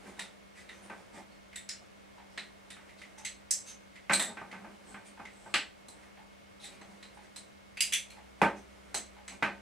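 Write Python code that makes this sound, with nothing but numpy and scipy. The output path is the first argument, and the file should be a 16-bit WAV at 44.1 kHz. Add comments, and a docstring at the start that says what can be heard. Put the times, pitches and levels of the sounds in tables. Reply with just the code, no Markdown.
"""In a small, bare-sounding room, seashells are picked up and set down on a wooden shelf.
Each touch makes a shell click and ring at its own pitches. The shells also clack together,
knock on the board and scrape as they slide. Behind them an appliance hums, a clock ticks
faintly once a second and a sleeve rustles as the arm reaches."""
import sys
import numpy as np
from scipy import signal
from scipy.fft import rfft, irfft, next_fast_len
from scipy.io import wavfile
from scipy.ndimage import uniform_filter1d, map_coordinates

SR = 44100
rng = np.random.default_rng(int(sys.argv[2]) if len(sys.argv) > 2 else 0)


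def unload_audio(sound):
    """Save the sound as a 16-bit wav file, at the path given as the first command line argument."""
    columns = np.transpose(np.atleast_2d(sound))
    # keep every value between -1 and 1, then stretch to whole-number steps
    steps = np.round(np.clip(columns, -1, 1) * 32767)
    wavfile.write(sys.argv[1], SR, steps.astype(np.int16))


N = 423801
TIME = np.arange(N) / SR
FFT_SIZE = 2 ** 13
HZ = np.fft.rfftfreq(FFT_SIZE, 1 / SR)


def amp(db):
    """Turn decibels into a gain to multiply by."""
    return 10 ** (np.asarray(db) / 20)


def unit(x):
    """Scale a sound to an average power of 1."""
    return x / np.sqrt(np.mean(x ** 2) + 1e-20)


def along(points, hz):
    """Read between (frequency [Hz], value) points on a log frequency scale."""
    freqs, values = np.transpose(points)
    return np.interp(np.log(hz + 1), np.log(freqs + 1), values)


def resonances(modes, hz):
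    """Gain of an object that rings at (pitch [Hz], width [Hz], level [dB]); narrow rings last longer."""
    return np.sqrt(sum((amp(db) * hz * width) ** 2 / ((pitch ** 2 - hz ** 2) ** 2 + (hz * width) ** 2)
                       for pitch, width, db in modes))


def filtered(x, gain):
    """Turn each frequency of x up or down by gain(hz)."""
    n = x.shape[-1]
    padded = next_fast_len(n + 8192)
    return irfft(rfft(x, padded) * gain(np.fft.rfftfreq(padded, 1 / SR)), padded)[..., :n]


def impulse(gain):
    """The sound of one instant tap on an object with this gain at each frequency in HZ."""
    cepstrum = irfft(np.log(np.maximum(gain, gain.max() * 1e-6)))
    cepstrum[1:FFT_SIZE // 2] *= 2  # folding this in half puts the energy as early as possible
    cepstrum[FFT_SIZE // 2 + 1:] = 0
    return irfft(np.exp(rfft(cepstrum)))[:FFT_SIZE // 2]


def add(out, time, sound):
    """Mix a sound into out, starting at a time in seconds."""
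    start = max(round(time * SR), 0)
    out[:, start:start + sound.shape[1]] += sound[:, :N - start]


# how wide the sound is: (frequency [Hz], side level over middle [dB])
STEREO_WIDTH = [(60, 0), (130, -22), (250, -19), (500, -12.5), (2000, -13), (4000, -9), (8000, -3.5),
                (14000, -1.5)]
def diffuse(n):
    """Stereo noise arriving from all around."""
    mid, side = rng.standard_normal((2, n))
    side = filtered(side, lambda hz: amp(along(STEREO_WIDTH, hz)))
    return np.array([mid + side, mid - side])


def noise(colour):
    """Steady noise of power 1, shaped by (frequency [Hz], level [dB]) points."""
    return unit(filtered(diffuse(N), lambda hz: amp(along(colour, hz))))


# how long the room echoes: (frequency [Hz], time to fade by 60 dB [s])
ROOM_FADE = [(150, 0.21), (400, 0.41), (1000, 0.24), (3000, 0.26), (8000, 0.25), (14000, 0.18)]
# the shelf's walls and the floor bunch the first echoes: (delay [s], boost [dB])
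EARLY_ECHOES = [(0, -3), (.0012, 2), (.003, -2.5), (.0047, 3.5), (.007, -0.5), (.0105, -2), (.014, 0),
                (.03, 0.5)]
def in_room(sound, direct=0.11):
    """A sound arrives weakly by the straight path, then as a fresh random set of fading echoes."""
    hz, t, spectrum = signal.stft(diffuse(SR // 3), SR, nperseg=256)
    fade = amp(-60 * t / along(ROOM_FADE, hz)[:, None])
    tail = signal.istft(spectrum * fade, SR, nperseg=256)[1]
    tail *= amp(np.interp(TIME[:tail.shape[1]], *np.transpose(EARLY_ECHOES)))
    path = tail / np.linalg.norm(tail.mean(axis=0))
    path[:, 0] += direct
    return signal.fftconvolve(path, sound[None], axes=1)


# tone of the room's noise: (frequency [Hz], relative level [dB])
AIR_COLOUR = [(25, -24), (40, -6.5), (55, -1), (85, -1.5), (150, -8.5), (195, -5), (255, -22), (305, -3),
              (350, -27), (570, -4.5), (800, -13), (2700, -13.5), (6000, -22.5), (15600, -37.5)]
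def room_air(level_db=-62):
    """The room's faint, steady rush."""
    return amp(level_db) * noise(AIR_COLOUR)


# the appliance's tones: (pitch [Hz], width of the wander [Hz], level [dB])
HUM_TONES = [(59.5, 7.2, -77.5), (199, 1.98, -65.5), (564, 6.5, -78.5), (2166, 31.3, -72.5),
             (2270, 11, -92)]
def appliance(drone_hz=64.6, drone_db=-64.5, drone_start_s=7.45, drone_rise_s=0.91):
    """An appliance hums in slightly wandering tones; a low drone joins near the end."""
    def tone(hz, width):
        drift = np.cumsum(rng.standard_normal(N)) * np.sqrt(np.pi * width / SR)
        return np.sqrt(2) * np.sin(2 * np.pi * hz * TIME + uniform_filter1d(drift, size=600))
    hum = sum(amp(db) * tone(hz, width) for hz, width, db in HUM_TONES)
    fade_in = np.clip((TIME - drone_start_s) / drone_rise_s, 0, 1)
    return hum + amp(drone_db) * fade_in * tone(drone_hz, 0.8)


def clock(tick_db=-25, period_s=.998, rebound_s=.018, rebound_db=-3):
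    """The clock's hand steps and settles, sounding its hollow case."""
    out = np.zeros((2, N))
    case = impulse(resonances([(848, 184, -10), (1890, 1450, -17)], HZ) ** 2)
    case = amp(tick_db) * case / np.linalg.norm(case)
    for time in np.arange(.184, 9.5, period_s):
        tick = in_room(case)
        add(out, time, tick)
        add(out, time + rebound_s, amp(rebound_db) * tick)
    return out


# tone of rubbing cloth: (frequency [Hz], relative level [dB])
CLOTH_COLOUR = [(100, -37), (200, 3), (400, 8), (800, 3), (2000, 1), (4000, -13), (9000, -11.5),
                (12000, -20.5), (15000, -59)]
# the arm reaches out: (middle time [s], length [s], rise [dB])
ARM_REACHES = [(0.047, 1.1, 7), (.85, 0.93, 7.5), (2.8, 2.2, 3), (4.802, 2, 4.5), (6.038, 0.3, 6),
               (6.902, 0.95, 4), (8.702, 2.1, 4)]
def sleeve(resting_db=-66, flutter_db=1, flutter_hz=22):
    """Cloth rubs unevenly, swelling and sinking with each reach of the arm."""
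    flutter = map_coordinates(rng.standard_normal(1000), [TIME * flutter_hz], order=1, mode="wrap")
    swell_db = sum(db * np.cos(np.pi * np.clip((TIME - middle) / length, -.5, .5)) ** 2
                   for middle, length, db in ARM_REACHES)
    return amp(resting_db + swell_db + flutter_db * flutter) * noise(CLOTH_COLOUR)


# tone of the wood: (frequency [Hz], relative level [dB])
BOARD_COLOUR = [(30, -44), (100, -6), (135, -11), (175, -2), (240, -5.5), (320, -2.5), (430, -3.5),
                (480, -10), (570, -1.5), (850, 0.5), (2400, -5), (2900, -12), (8000, -40), (12000, -47.5),
                (15000, -75)]
# where the wood rings: (pitch [Hz], width [Hz], relative level [dB])
BOARD_RINGS = [(203, 12.5, 12.5), (559.6, 10, 3.5), (823, 40, 5), (904, 15, 7.5), (960, 12, -6),
               (1218, 63, 5), (1545.5, 27, 12.5), (1990, 90, 0.5), (2470, 61, 6)]
def board():
    """Gain of the shelf board: a broad wooden knock with a few ringing pitches on top."""
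    return amp(along(BOARD_COLOUR, HZ)) * np.hypot(1, resonances(BOARD_RINGS, HZ))


# tone of a hard contact: (frequency [Hz], relative level [dB])
CLICK_COLOUR = [(60, -20), (130, -22), (195, 4.5), (240, -9), (340, -4.5), (480, -6.5), (600, 3.5),
                (2500, 12), (5500, 7.5), (8500, 9), (10500, 2.5), (12500, -7), (14000, -24), (16000, -42)]
def click(ring=0):
    """Gain of a hard contact, with any ringing laid on top."""
    return amp(along(CLICK_COLOUR, HZ)) * np.hypot(1, ring)


# borders of the five bands called thud, knock, clack, ting and sparkle: (frequency [Hz])
BAND_EDGES = [120, 500, 1400, 3000, 5500, 14000]
def strike(body, levels_db):
    """One blow: where and how hard it lands sets how loud each of the five bands is."""
    edges = np.array(BAND_EDGES)
    centres = np.sqrt(edges[:-1] * edges[1:])
    bands = [(HZ >= low) & (HZ < high) for low, high in zip(edges, edges[1:])]
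    for _ in range(3):  # reshape the tone smoothly, bringing each band closer to its level
        power = [2 * np.sum(body[band] ** 2) / FFT_SIZE for band in bands]
        boost_db = levels_db - 10 * np.log10(power)
        body = body * amp(along(np.column_stack([centres, boost_db]), HZ))
    return in_room(impulse(body))


def brighten(hardness_db):
    """A harder contact is shorter: it lifts the sparkle and lowers each band below the ting."""
    return hardness_db * np.arange(-3, 2)


def fidgets(count=18, typical_s=0.065, level_db=-67.5, spread_db=6):
    """Rows for slides(): faint, scattered finger scrapes, each at a lower pitch of some shell."""
    pitches = [hz for low, middle, *_ in SHELL_KINDS.values() for hz in (low, middle)]
    rows = []
    for k, (when, length, force, pick) in enumerate(rng.random((count, 4))):
        time = (k + when) / count * N / SR
        db = level_db + spread_db * (2 * force - 1)
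        rows.append((time, typical_s * (.5 + length), db, db, pitches[int(pick * len(pitches))]))
    return rows


# a shell is dragged or rocked: (time [s], length [s], rumble [dB], scratch [dB], pitch [Hz])
SHELL_SLIDES = [(.03, 0.09, -53, -58.5, 1950), (.165, 0.023, -55, -62, 3750), (.54, 0.085, -77, -57, 1970),
                (.81, 0.066, -62, -64, 9100), (.96, 0.065, -59.5, -66, 2000),
                (1.12, 0.082, -51.5, -55.5, 1900), (1.8, 0.027, -60, -74, 2000),
                (2.97, 0.042, -73, -60, 4040), (3.175, 0.019, -74, -51, 6100), (3.65, .069, -69, -50, 6200),
                (4.112, .018, -48, -38, 7750), (4.257, 0.055, -46.5, -58, 3730),
                (4.421, 0.35, -58.5, -82, 1530), (4.84, .11, -57, -61.5, 8100),
                (5.04, 0.051, -75, -59.5, 8800), (5.27, 0.32, -64.5, -67, 7900),
                (6.59, 0.1, -59, -53, 3840), (6.86, 0.093, -62, -68, 1500), (7.14, .016, -78, -63, 9100),
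                (9.3, 0.042, -52, -56, 2300)]
def slides(uneven_db=5, ring_db=15, width_hz=260):
    """A dragged shell catches in many tiny slips that shake both the board and the shell."""
    out = np.zeros((2, N))
    rumble = impulse(board() * amp(along([(100, 0), (200, 6), (400, 3), (2000, -10)], HZ)))
    rumble /= np.linalg.norm(rumble)
    for time, length, rumble_db, scratch_db, pitch in list(SHELL_SLIDES) + fidgets():
        n = int(length * SR)
        push, slip_size = rng.standard_normal((2, SR // 2))[:, :n]
        slips = unit(push * amp(uneven_db * slip_size) * np.sin(np.pi * np.arange(n) / n))
        scratch = impulse(click(resonances([(pitch, width_hz, ring_db)], HZ)))
        body = amp(rumble_db) * rumble + amp(scratch_db) * scratch / np.linalg.norm(scratch)
        add(out, time, in_room(signal.fftconvolve(slips, body)))
    return out


# a nudged shell taps its neighbour: (time [s], level before gain [dB])
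SHELL_TAPS = [(1.529, -52.5), (2.893, -56.5), (3.016, -48), (3.957, -51), (4.514, -48), (5.253, -48.5),
              (6.03, -59)]
# tone of a tap, from thud to sparkle: (relative level [dB])
TAP_BANDS = [-21.5, -16.5, -1.5, -11.5, -16]
def taps(gain_db=30, pitch_hz=2050, width_hz=220, ring_db=12):
    """A soft nudge clicks and rings only a shell's lowest pitch."""
    out = np.zeros((2, N))
    body = click(resonances([(pitch_hz, width_hz, ring_db)], HZ))
    for time, db in SHELL_TAPS:
        add(out, time, strike(body, db + np.array(TAP_BANDS)))
    return amp(gain_db) * out


# the heap of shells rings along with knocks and clinks: (pitch [Hz], width [Hz], relative level [dB])
HEAP_RINGS = [(1840, 230, -9), (4103, 58, -4.5), (6300, 180, -15.5), (7730, 150, -2), (9110, 150, -2.5),
              (10080, 500, -11.5), (12100, 490, -8.5)]
# a shell lands on the board: (time [s], level before gain [dB], hardness [dB])
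BOARD_KNOCKS = [(.898, -44.5, -2.5), (2.767, -58.5, 5.5), (4.096, -31, 4.5), (4.108, -40, 7.5),
                (4.371, -48, 5), (4.413, -46, -9.5), (4.527, -50, 3.5), (4.645, -51, -5), (4.943, -49.5, 3),
                (5.197, -47, -7.5), (5.461, -51, -7.5), (5.54, -37.5, 9), (8.416, -21.5, -3.5),
                (9.425, -30, 4)]
# tone of a soft knock, from thud to sparkle: (relative level [dB])
KNOCK_BANDS = [-6, 0, 0, -17, -24]
# what hardness adds to each of those bands: (boost [dB per dB of hardness])
HARDNESS_SHARE = [-0.098, 0.035, 0.81, 0.99, 0.35]
def knocks(gain_db=30, ring_db=7):
    """A shell is set down: the board answers and the heap rings a little; a hard edge adds treble."""
    out = np.zeros((2, N))
    body = board() * np.hypot(1, amp(ring_db) * resonances(HEAP_RINGS, HZ))
    for time, db, hardness_db in BOARD_KNOCKS:
        levels_db = db + np.array(KNOCK_BANDS) + hardness_db * np.array(HARDNESS_SHARE)
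        add(out, time, strike(body, levels_db))
    return amp(gain_db) * out


# how two shells ring when pressed together: (pitch [Hz], width [Hz], relative level [dB])
PAIR_RINGS = [(2250, 600, 8), (2700, 380, 2.5), (3370, 200, -13.5), (4670, 840, -6), (6300, 320, 5),
              (7640, 520, 7), (9350, 520, 6), (10470, 870, 9.5), (12400, 830, 10)]
# shell hits shell: (time [s], level before gain [dB], hardness [dB per band], low pitch [Hz])
SHELL_CLACKS = [(7.771, -48.5, -7.5, 2620), (7.806, -30.5, 1, 2774), (7.923, -36, -2, 3380),
                (7.934, -32.5, 0.5, 3430), (8.103, -57.5, -1.5, 2380)]
# tone of a clack, from thud to sparkle: (relative level [dB])
CLACK_BANDS = [-43, -26, -0.5, -0.5, 0.5]
def clacks(gain_db=30, width_hz=110, ring_db=13, pitch_ratio=1.763):
    """Two shells collide and bounce; the hand cuts their ringing short."""
    out = np.zeros((2, N))
    for time, db, hardness_db, low_hz in SHELL_CLACKS:
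        own_rings = [(low_hz, width_hz, ring_db), (pitch_ratio * low_hz, width_hz, ring_db)]
        body = click() * resonances(own_rings + list(PAIR_RINGS), HZ)
        levels_db = db + np.array(CLACK_BANDS) + brighten(hardness_db)
        add(out, time, strike(body, levels_db))
    return amp(gain_db) * out


# each shell by name: (low pitch [Hz], middle pitch [Hz], high pitch [Hz],
# width of the lower two [Hz], ring over click [dB], extra ting [dB])
SHELL_KINDS = {"light": (1930, 3700, 9000, 150, 12, 1.5), "plain": (1928, 3690, 7780, 150, 16.5, -2),
               "ribbed": (1600, 5260, 7000, 490, 32, 3.8), "flat": (1920, 4050, 8150, 240, 11.2, 3.9),
               "thin": (2060, 6270, 7820, 110, 15, -2), "tiny": (5270, 6140, 7668, 520, 23, 0.5),
               "round": (2380, 4100, 8200, 180, 22, 2), "thick": (2900, 4300, 7720, 840, 23, 2.1)}
# ringing touches: (time [s], shell name, level before gain [dB], hardness [dB per band],
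# jolt of the board before gain [dB])
SHELL_CLINKS = [(.193, "light", -44.5, -1.7, -52.5), (.691, "light", -56.5, -7.5, -69),
                (1.558, "plain", -46, 1, -68), (1.69, "ribbed", -45, 2.5, -67),
                (2.376, "flat", -47, -6, -51.5), (2.703, "light", -52.5, -1, -64),
                (3.249, "thin", -40.5, 0.5, -68), (3.508, "tiny", -37.5, 11, -66),
                (4.133, "round", -30.5, 3, -42.5), (4.196, "plain", -33.5, 0.5, -40),
                (4.222, "plain", -42.5, 5, -51), (5.54, "thick", -32.5, -5, -44.5),
                (5.884, "flat", -61.5, 8.5, -59), (6.642, "plain", -51.5, 1.5, -70),
                (6.813, "thin", -61, -4.5, -56), (7.027, "flat", -57.5, -3, -63),
                (7.361, "flat", -53, 4, -61), (8.944, "thin", -37.5, 3.5, -43),
                (9.279, "thin", -49, 0, -58)]
def clinks(gain_db=30, high_width_hz=90, low_db=-3, high_db=3, thud_db=-3):
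    """A touched shell clicks, rings at three pitches, stirs the heap and jolts the board."""
    out = np.zeros((2, N))
    for time, shell, db, hardness_db, jolt_db in SHELL_CLINKS:
        low, middle, high, width, ring_db, ting_db = SHELL_KINDS[shell]
        # fingers muffle the two lower pitches, so those are wider and die sooner
        own_rings = [(low, width, low_db), (middle, width, 0), (high, high_width_hz, high_db)]
        ring = amp(ring_db) * resonances(own_rings + list(HEAP_RINGS), HZ)
        levels_db = db + brighten(hardness_db) + np.array([0, 0, 0, ting_db, 0])
        levels_db[:2] = jolt_db + thud_db, jolt_db  # the two lowest bands come from the board
        add(out, time, strike(click(ring), levels_db))
    return amp(gain_db) * out


def scene(pan_db=.5):
    """The shells and the sounds behind them, all a little right of centre."""
    shells = clinks() + clacks() + knocks() + taps() + slides()
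    background = clock() + sleeve() + appliance() + room_air()
    return (shells + background) * amp([[-pan_db], [pan_db]])


# tone of the microphones' own noise: (frequency [Hz], relative level [dB])
HISS_COLOUR = [(25, -20), (60, -10), (150, 4), (450, 2), (1000, -3), (2000, -9.5), (4000, -18),
               (8000, -28.5), (15000, -42)]
def record(dry, hiss_db=-57.5, top_hz=15750):
    """Stereo widening lifts microphone hiss, opposite in left and right; the top treble is cut off."""
    hiss = unit(filtered(rng.standard_normal(N), lambda hz: amp(along(HISS_COLOUR, hz))))
    return filtered(dry + amp(hiss_db) * np.array([hiss, -hiss]), lambda hz: hz < top_hz)


dry = scene()
out = record(dry)
unload_audio(out)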